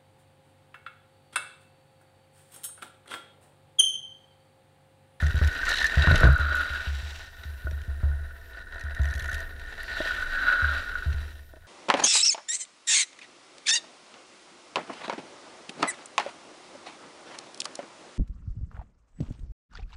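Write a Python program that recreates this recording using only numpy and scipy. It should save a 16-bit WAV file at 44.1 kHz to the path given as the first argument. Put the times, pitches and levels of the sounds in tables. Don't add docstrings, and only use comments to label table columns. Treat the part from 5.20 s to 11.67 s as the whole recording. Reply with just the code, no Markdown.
import sys
import numpy as np
from scipy import signal
from scipy.fft import rfft, irfft, next_fast_len
from scipy.io import wavfile
from scipy.ndimage import uniform_filter1d, map_coordinates

SR = 44100
rng = np.random.default_rng(int(sys.argv[2]) if len(sys.argv) > 2 else 0)


def store_pcm(level_fs):
    pcm = np.round(np.clip(level_fs, -1, 1) * 32767).astype(np.int16)
    wavfile.write(sys.argv[1], SR, np.atleast_2d(pcm).T)


N = 285327
T = np.arange(N) / SR

# (time [s], level [dB])
WHEEL_LOAD = [(0.0, -42.5), (0.47, -32.5), (0.74, -35.5), (0.88, -26.2), (1.41, -26), (1.74, -46.0),
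              (2.06, -54.5), (3.06, -49), (3.29, -58.5), (3.35, -49.3), (4.12, -38.5), (4.35, -51.0),
              (5.0, -32.5), (5.09, -35.5), (5.29, -22), (5.79, -39), (6.29, -66), (6.47, -57)]
# (time [s], level [dB])
WHEEL_SLIP = [(0.0, -51), (0.41, -41.5), (0.56, -34), (0.77, -40.5), (0.94, -35), (1.15, -46),
              (1.38, -39.5), (1.62, -44.5), (2.0, -50), (2.15, -58.5), (3.29, -63.5), (3.35, -62),
              (4.15, -52.5), (4.32, -60), (4.88, -42), (5.03, -46), (5.29, -42.5), (5.62, -44.5),
              (6.47, -72)]
CRUISE_LOAD_DB, CRUISE_SLIP_DB = -40, -50
def wheels():
    scuff_db = scuffs()
    load_db = curves(WHEEL_LOAD)[0] + 0.74 * scuff_db
    slip_db = curves(WHEEL_SLIP)[0] + scuff_db
    extra_load_db, extra_slip_db = load_db - CRUISE_LOAD_DB, slip_db - CRUISE_SLIP_DB
    contact = stick_slip()
    return (howl(contact, load_db) + high_ring(contact, extra_load_db, extra_slip_db)
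            + scrape(contact, slip_db) + slide_hiss(contact, extra_load_db, extra_slip_db)
            + grit_fizz(contact, scuff_db))


# (time [s], depth [0-1])
CHATTER_DEPTH = [(0, 0.34), (.4, 0.38), (.55, 0.86), (.8, 0.34), (1.4, 0.23), (3.25, 0.19), (3.4, 0.75),
                 (4.3, 0.35), (4.8, 0.3), (5.35, 0.17), (6.47, 0.53)]
SLIPS_PER_S, SLIP_SHARE, FLUTTER_DB = 82, .18, 5.5
def stick_slip():
    depth = np.clip(curves(CHATTER_DEPTH)[0], 0, 1)
    cycles = np.cumsum(SLIPS_PER_S * (1 + 0.2153 * np.tanh(wander(55.3)))) / SR
    age = (cycles % 1) / SLIP_SHARE
    strength = evened(gain_of(4.9 * np.tanh(rng.standard_normal(N))[cycles.astype(int)]))
    power = 32 * (strength * age * np.exp(-2 * age)) ** 2 / SLIP_SHARE
    flutter = evened(gain_of(FLUTTER_DB * np.sqrt(depth) * np.tanh(wander(41))))
    return np.sqrt(1 - depth + depth * power) * flutter


# (start [s], change in slip level [dB], hold [s])
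GRIP_CHANGES = [(0, 4.5, 0.049), (0.42, 1, .06), (0.947, 2, 0.13), (1.255, -3, 0.023), (1.563, -0.5, 0.1),
                (1.746, 1.5, 0.29), (2.232, 6, 0.03), (2.496, 1, 0.049), (3.345, 4, 0.069),
                (4.495, 3, 0.027), (4.766, 2.5, 0.23), (4.994, 2, 0.056), (5.052, -2.5, .04),
                (5.263, 3.5, 0.068), (5.507, 2, 0.097), (5.7, -2.5, .03), (5.78, 3, 0.017),
                (6.002, 3, 0.14)]
SCUFF_ATTACK_S, SCUFF_RELEASE_S = 0.0016, 0.005
def scuffs():
    ride_db = np.zeros(N)
    for s, db, hold in GRIP_CHANGES:
        attack = np.clip((T - s) / SCUFF_ATTACK_S, 0, 1)
        ride_db += db * attack * np.exp(-np.maximum(T - s - hold, 0) / SCUFF_RELEASE_S)
    return ride_db


# (pitch [Hz], width [Hz], relative level [dB])
LOW_MODES = [(1475.4, 109, 0.5), (1440, 250, -3), (1624, 28, -7)]
SLIDE_MODES = [(582, 78, 4), (275, 54, 0), (3940, 155, 5)]
# (time [s], pitch [Hz])
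HOWL_BEND = [(0, 1472), (.8, 1515), (1.2, 1436), (1.8, 1476), (4.9, 1486), (5.3, 1506), (5.42, 1446),
             (6.47, 1485)]
def howl(contact, load_db):
    hz, = curves(HOWL_BEND)
    playhead = np.cumsum(hz / hz.mean())
    low = saturate(ring(contact * grit(2.3), LOW_MODES))
    bent = map_coordinates(low, [playhead], order=3, mode="mirror")
    slide = ring(contact * grit(2.5), SLIDE_MODES)
    return gain_of(load_db - 0.94) * bent + gain_of(load_db - 20) * slide


# (pitch [Hz], width [Hz], relative level [dB])
HIGH_MODES = [(1822, 156, 20), (1974, 140, -28)]
FRAME_MODES = [(657, 60, -1.5), (554, 254, -2.5), (407.7, 180, -5.5), (952, 92, -6), (168, 660, -11)]
# (time [s], boost [dB])
HIGH_BOOST = [(0, 10), (.12, 0), (.68, 5), (1.02, 1.5), (1.2, -6), (2.2, -2), (3.4, 3), (3.9, 8.5),
              (4.35, 4), (4.8, 3.5), (5.3, -4.5), (6.47, 0)]
def high_ring(contact, extra_load_db, extra_slip_db):
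    high_db = -45.5 + 0.39 * extra_load_db + 0.5 * extra_slip_db + curves(HIGH_BOOST)[0]
    high = gain_of(high_db) * ring(contact * grit(3.6), HIGH_MODES)
    frame = gain_of(-55 + 0.63 * (high_db + 44)) * ring(contact * grit(4.9), FRAME_MODES)
    return high + frame


# (pitch [Hz], width [Hz], relative level [dB])
PLASTIC_MODES = [(2278, 31, -10), (2680, 140, -2), (3130, 96, -5), (3530, 71, -3), (3877, 166, 4),
                 (4050, 230, -3.5), (4604, 210, -2.5), (4840, 69, -9)]
# (frequency [Hz], gain [dB])
SCRAPE_EQ = [(60, -26), (200, -1.5), (580, -8), (800, 1), (1100, -0.5), (1300, 1.5), (2100, 3.5), (2400, 2),
             (2800, 4), (3200, 1), (4100, 1.5), (4700, -14.5), (5600, -34.5)]
def scrape(contact, slip_db):
    scrape_db = slip_db - 7 * hopping(T)
    edge = gain_of(scrape_db - 4.5) * ring(contact * grit(5.4), PLASTIC_MODES)
    body = gain_of(scrape_db - 0.55) * evened(colour(contact * grit(5.5), SCRAPE_EQ))
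    return edge + body


# (frequency [Hz], gain [dB])
HISS_EQ = [(3000, -13), (4800, -1.5), (5300, 3), (5850, 3), (6500, -5), (7200, -0.5), (7600, -6.5),
           (8100, -3), (8900, -13), (12000, -12), (15500, -20)]
def slide_hiss(contact, extra_load_db, extra_slip_db):
    hiss_db = -61 - 0.3 * extra_load_db + 1.12 * extra_slip_db
    return gain_of(hiss_db) * evened(colour(np.sqrt(contact) * grit(5.1), HISS_EQ))


# (frequency [Hz], gain [dB])
FIZZ_EQ = [(5000, -10), (8700, -4), (9600, 2.5), (10300, 0.5), (11200, 2), (12000, -4), (13000, 0.5),
           (15500, -8)]
# (time [s], level [dB])
FIZZ_RIDE = [(0, -64), (.6, -60.5), (1.25, -70), (1.5, -61.5), (2.15, -80), (2.3, -66), (3.1, -69),
             (3.45, -78), (4, -59.5), (4.45, -69.5), (4.85, -62.5), (5.6, -62.5), (6.1, -67.5), (6.47, -88)]
def grit_fizz(contact, scuff_db):
    fizz_db = curves(FIZZ_RIDE)[0] + .6 * scuff_db - 1
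    return gain_of(fizz_db) * evened(colour(np.sqrt(contact) * grit(4.9), FIZZ_EQ))


# (time [s], centre [Hz], level [dB])
SWISH_SWEEP = [(4.6, 4540, -56), (4.71, 4350, -53), (4.77, 3990, -44.5), (4.82, 3210, -47),
               (4.88, 2880, -48), (4.94, 2935, -50), (5.02, 2830, -67)]
def swish():
    hz, db = curves(SWISH_SWEEP)
    phase = 2 * np.pi * np.cumsum(hz) / SR
    band = wander(540) * np.cos(phase) + wander(600) * np.sin(phase)
    return gain_of(db) * band * (T > SWISH_SWEEP[0][0]) * (T < SWISH_SWEEP[-1][0])


# (time [s], peak [dB])
SKID_GRABS = [(0.82, -17.5), (0.9128, -20), (0.956, -18.5), (1.038, -23), (5.926, -34.5)]
# (frequency [Hz], gain [dB])
RASP_EQ = [(500, -13), (1200, 8), (1780, 15.5), (2300, 5.5), (2750, 14), (3300, 4), (4000, 20.5), (4600, 2),
           (5200, 2.5), (6300, -3), (7300, -15), (8600, -8), (12000, -34), (15500, -29.5)]
HOP_START_S, HOPS_PER_S, HOP_COUNT, HOP_PEAK_DB, HOP_FADE_DB = .4535, 69, 16, -19, 9.5
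def judders():
    hop_times = HOP_START_S + np.arange(HOP_COUNT) / HOPS_PER_S
    hops = [(s, HOP_PEAK_DB - HOP_FADE_DB * (1 - hopping(s))) for s in hop_times]
    hits = [(s, db, 0) for s, db in hops + SKID_GRABS]
    return bursts(hits, RASP_EQ, attack_s=0.0048, decay_s=0.0039, patchy_db=4.0)


def hopping(s):
    return np.sin(np.pi * np.clip((s - HOP_START_S) * HOPS_PER_S / (HOP_COUNT - 1), 0, 1))


# (time [s], peak [dB], pitch [Hz])
STONE_SNAGS = [(0.3014, -31, 1460), (0.431, -19.5, 1553), (0.481, -21, 1404), (.6429, -12, 1795),
               (0.6532, -13, 1762), (0.913, -19, 1424), (1.0092, -20, 1360), (1.5503, -26, 1586),
               (2.233, -40, 1470), (2.47, -27.5, 1464), (3.3457, -40, 1420), (3.5266, -45, 1480),
               (3.9292, -27.5, 1772), (4.0812, -33, 1830), (4.3246, -37, 1480), (4.632, -32.5, 1890),
               (4.908, -19.5, 1457), (5.041, -33, 1470), (5.2995, -13, 1510), (5.3222, -20, 1503),
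               (5.3887, -30, 1390), (5.4172, -17, 1470), (5.444, -13, 1470), (5.7368, -30, 1530),
               (5.754, -20, 1470), (5.823, -26, 1494)]
STONE_ABOVE_LOAD_DB, STONE_SPREAD_DB, STONE_HZ = 9.5, 1, 1480
def snags():
    out, t = np.zeros(N), np.arange(SR // 16) / SR
    stones = []
    for s, chance in scattered(per_s=5):
        load_db = np.interp(s, *np.transpose(WHEEL_LOAD))
        stones.append((s, load_db + STONE_ABOVE_LOAD_DB + STONE_SPREAD_DB * chance, STONE_HZ))
    for s, db, hz in STONE_SNAGS + stones:
        chirp = (1 - np.exp(-t / 0.00081)) * np.exp(-t / 0.0069) * np.sin(2 * np.pi * hz * t)
        add(out, s, peaked(chirp, db))
    return out


# (time [s], level [dB], pitch [Hz], time until its joint grips [s])
ROAD_BUMPS = [(0.026, -14.5, 74.6, 0.087), (0.144, -15, 71, .048), (0.214, -12, 73, 0.078),
              (0.773, -12.5, 74, 0.069), (0.873, -11, 81, 0.087), (1.034, -8.5, 62, .053),
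              (1.084, -11, 70, 0.074), (1.195, -17.5, 71.6, .27), (1.501, -29, 70, 0.13),
              (1.671, -21, 68.5, 0.15), (1.827, -28, 72.2, 0.17), (2.253, -28.5, 72, .14),
              (2.446, -22.5, 71, 0.081), (2.527, -25, 72, 0.11), (2.68, -23.5, 70.8, 0.13),
              (2.834, -15, 71.6, .43), (3.638, -27, 71, 0.15), (3.796, -17, 70, .13),
              (3.951, -24.5, 69, 0.046), (4.019, -26, 71, 0.095), (4.128, -27.5, 72.5, .3),
              (5.424, -21, 72.3, 0.19), (5.862, -18.5, 73.3, .072), (5.941, -23, 73.6, .3)]
SHUDDER_T60_S = 0.7
def shudder():
    out, jostle, looseness = np.zeros(N), wander(21.3), wander(23)
    for s, db, hz, length in ROAD_BUMPS:
        t = np.arange(int(length * SR)) / SR
        here = slice(int(s * SR), int(s * SR) + len(t))
        swing = gain_of(db - 60 * t / SHUDDER_T60_S + 1.26 * np.tanh(jostle[here]))
        swing *= np.clip((t[-1] - t) / 0.0093, 0, 1)
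        swing *= 1 - .5 * np.exp(-t / 0.0047)
        phase = 2 * np.pi * hz * t + 1.1 + 0.26 * (jostle[here] - jostle[here][0])
        joint_play = (0.81 + 0.5 * looseness[here]) * np.cos(2 * phase) + 0.13 * np.sin(3 * phase)
        attack_s = 0.00089 * gain_of(-.5 * (db + 10.5))
        jerk = 1 - np.exp(-(t / attack_s) ** 2)
        add(out, s, -swing * jerk * (np.sin(phase) + (swing + 0.017) * joint_play))
    return out


def buzz(swing):
    envelope = np.sqrt(abs(uniform_filter1d(swing ** 2, size=300)))
    return gain_of(-32) * envelope * ring(grit(4.9), FRAME_MODES)


def tremble():
    return gain_of(-53 + 2 * wander(1)) * ring(rng.standard_normal(N), [(70, 25.5, 0)])


# (time [s], peak [dB], blows [count])
STOP_HITS = [(.026, -21.5, 1), (.215, -20.5, 1), (.773, -17, 1), (.873, -8.5, 1), (.912, -11, 1),
             (.944, -9.5, 1), (1.01, -16, 1), (1.033, -6, 4), (1.191, -25, 1), (2.83, -31.5, 1),
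             (3.796, -32, 1)]
# (frequency [Hz], gain [dB])
THUD_EQ = [(60, 3), (130, 16.5), (235, 0.5), (340, -1), (470, 1), (650, 2), (800, -11.5), (970, -7),
           (1200, -4.5), (1480, 7.5), (2200, -15), (5000, -53)]
def thuds():
    out, t = np.zeros(N), np.arange(SR // 12) / SR
    for s, db in rebounds(STOP_HITS):
        chatter = 0.081 * rng.standard_normal(len(t)) * np.exp(-t / 0.012)
        push = t == 0
        add(out, s, peaked(colour(chatter - push, THUD_EQ), db))
    return out


# (time [s], peak [dB], blows [count])
FRAME_HITS = [(.844, -22, 1), (.944, -23, 2), (1.042, -23.5, 3), (1.321, -32, 1), (2.47, -30.5, 1),
              (2.514, -38.5, 1), (4.803, -19.5, 1), (4.856, -28.5, 1), (6.337, -36, 1), (6.366, -42.5, 1)]
# (pitch [Hz], relative level [dB], time to fall 60 dB [s])
HOLLOW_MODES = [(341, -2, 0.029), (460, -19, 0.014), (546, -5, 0.032), (633, -2.5, 0.068),
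                (980, -11, 0.016), (1470, -7, 0.046)]
def knocks():
    out, t = np.zeros(N), np.arange(SR // 8) / SR
    for s, db in rebounds(FRAME_HITS):
        blow = sum(gain_of(level - 60 * t / t60) * np.sin(2 * np.pi * (hz * t + rng.random()))
                   for hz, level, t60 in HOLLOW_MODES)
        blow *= 1 - np.exp(-t / 0.00033)
        add(out, s, peaked(blow, db))
    return out


REBOUND_S, REBOUND_LOSS_DB = .0185, 3.4
def rebounds(hits):
    return [(s + k * REBOUND_S, db - k * REBOUND_LOSS_DB)
            for s, db, blows in hits for k in range(round(blows))]


# (time [s], peak [dB], treble tilt [dB])
SHARP_TICKS = [(.0197, -32, 1), (.0655, -25, -3), (.2458, -25.5, -2), (.2744, -26.5, 1), (.4913, -20.5, 2),
               (.51, -23, 2), (.555, -33, -6), (.6444, -26, 2), (.666, -22, -1), (.9093, -35, 12),
               (.9565, -20, -1), (.9787, -27, 6), (1.0056, -27.5, 5), (1.1977, -35, 4), (1.3524, -33, 14),
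               (1.4107, -38, 13), (2.2348, -36, -9), (2.5102, -36, -6), (2.616, -38, 1), (3.5443, -41.5, 2),
               (3.595, -39, 4), (3.6102, -30.5, -4), (3.638, -38, 2.5), (3.7482, -33, 1),
               (3.8759, -39, -11), (3.9522, -32, 4), (3.9955, -26.5, 3), (4.022, -31, 3), (4.0407, -37, 1),
               (4.1305, -29.5, 1), (4.1446, -28, 3), (4.3959, -37, 2), (4.2028, -35, 9), (4.6311, -38, 11),
               (5.0317, -40, 2.5)]
# (start [s], length [s], typical peak [dB], treble tilt [dB])
RATTLE_SPELLS = [(0, .45, -38, 2), (.45, .22, -26.5, -1), (1.021, .2, -40.5, 7), (1.363, .07, -41, 10),
                 (3.79, .15, -34.5, 1), (3.94, .27, -35.5, 2)]
# (frequency [Hz], gain [dB])
TICK_EQ = [(300, -42), (1200, -9), (1750, 35.5), (2200, 9), (3900, 15), (5000, 6), (5900, 10), (7200, 5),
           (8800, -5), (9700, 1.5), (10400, -4.5), (11300, 2.5), (13200, -18), (15500, -27)]
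RATTLE_SPREAD_DB = 1.5
def ticks():
    rattling = [(s, db + RATTLE_SPREAD_DB * chance, tilt_db) for s, chance in scattered(per_s=55)
                for start, length, db, tilt_db in RATTLE_SPELLS if start <= s < start + length]
    return bursts(SHARP_TICKS + rattling, TICK_EQ, attack_s=0.000093, decay_s=0.0028, patchy_db=3.5)


# (time [s], level [dB])
GUST_RIDE = [(0, -36.5), (.85, -35.5), (.99, -20.5), (1.1, -37), (2.1, -52), (2.85, -40.5), (3.3, -48),
             (3.95, -39.5), (4.5, -42.5), (5.05, -40.5), (5.35, -43.5), (5.9, -38), (6.47, -57)]
# (frequency [Hz], gain [dB])
WIND_EQ = [(6, -40), (22, 5.5), (42, -8), (65, -2), (100, -26.5), (200, -29.5), (500, -26.5), (1500, -91)]
def wind():
    gust_db = curves(GUST_RIDE)[0] + 0.86 * wander(2.6)
    rumble = evened(colour(rng.standard_normal(N), WIND_EQ))
    return gain_of(gust_db) * evened(np.tanh(0.28 * rumble))


def electronics():
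    cycle = (T - .115) % 1
    whine = (np.sin(2 * np.pi * 13388 * T) + .55 * np.sin(2 * np.pi * 14093 * T)) * (cycle < .15)
    fizz_gate = (abs(cycle - .17) < .035) | (abs(T - 2.38) < .2)
    fizz = ring(rng.standard_normal(N), [(13400, 1400, 0)]) * fizz_gate
    steady = gain_of(-79) * np.sin(2 * np.pi * 9555 * T)
    steady += gain_of(-78.5) * ring(rng.standard_normal(N), [(9485, 30, 0)])
    hiss = gain_of(-70) * rng.standard_normal(N)
    return gain_of(-69) * whine + gain_of(-68) * fizz + steady + hiss


def bursts(hits, eq, attack_s, decay_s, patchy_db):
    out, t = np.zeros(N), np.arange(SR // 30) / SR
    hz, level = np.transpose(eq)
    bands = np.linspace(hz[0], hz[-1], 50)
    tilt = np.clip((bands - 7000) / 4000, -1, 1)
    for s, db, tilt_db in hits:
        tint = np.interp(bands, hz, level) + tilt_db * tilt + patchy_db * rng.standard_normal(len(bands))
        noise = rng.standard_normal(len(t)) * (1 - np.exp(-t / attack_s)) * np.exp(-t / decay_s)
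        add(out, s, peaked(colour(noise, np.c_[bands, tint]), db))
    return out


def grit(grain_db):
    return evened(rng.standard_normal(N) * gain_of(grain_db * np.tanh(wander(750))))


def ring(x, modes):
    out = np.zeros(N)
    for hz, width, db in modes:
        b, a = signal.iirpeak(hz, hz / width, fs=SR)
        out += gain_of(db) * evened(signal.lfilter(b, a, signal.lfilter(b, a, x)))
    return evened(out)


def saturate(x):
    analytic = signal.hilbert(x, next_fast_len(N))[:N]
    return evened((analytic / np.sqrt(1 + 0.058 * abs(analytic) ** 2)).real)


def colour(x, eq):
    hz, db = np.transpose(eq)
    f = abs(np.fft.fftfreq(8192, 1 / SR))
    log_gain = np.log(gain_of(np.interp(np.log(f + 1), np.log(hz), db)))
    taps = np.fft.ifft(np.exp(np.conj(signal.hilbert(log_gain)))).real
    return signal.oaconvolve(x, taps[:len(f) // 2])[:len(x)]


def wander(hz):
    size = next_fast_len(N)
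    f = np.fft.rfftfreq(size, 1 / SR)
    return evened(irfft(rfft(rng.standard_normal(size)) * np.exp(-(f / hz) ** 2), size)[:N])


def scattered(per_s):
    slots = np.arange(per_s * N // SR)
    times = (slots + rng.random(len(slots))) / per_s
    return zip(times, np.clip(rng.standard_normal(len(slots)), -2, 2))


def curves(rows):
    s, *columns = np.transpose(rows)
    return [np.interp(T, s, c) for c in columns]


def gain_of(db):
    return 10 ** (np.asarray(db) / 20)


def evened(x):
    return x / np.sqrt(np.mean(x ** 2) + 1e-20)


def peaked(x, db):
    return gain_of(db) * x / abs(x).max()


def add(mix, s, sound):
    part = mix[max(round(s * SR), 0):][:len(sound)]
    part += sound[:len(part)]


def scene():
    background = wind() + electronics()
    road = wheels() + swish() + judders() + snags()
    swing = shudder()
    trike = swing + buzz(swing) + tremble() + thuds() + knocks() + ticks()
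    return (road + trike + background)[None]


HIGH_CUT_HZ = 15800
def record(dry):
    taps = signal.firwin(511, HIGH_CUT_HZ, window=("kaiser", 9), fs=SR)
    return signal.oaconvolve(dry, taps[None], "same")


dry = scene()
out = record(dry)
store_pcm(out)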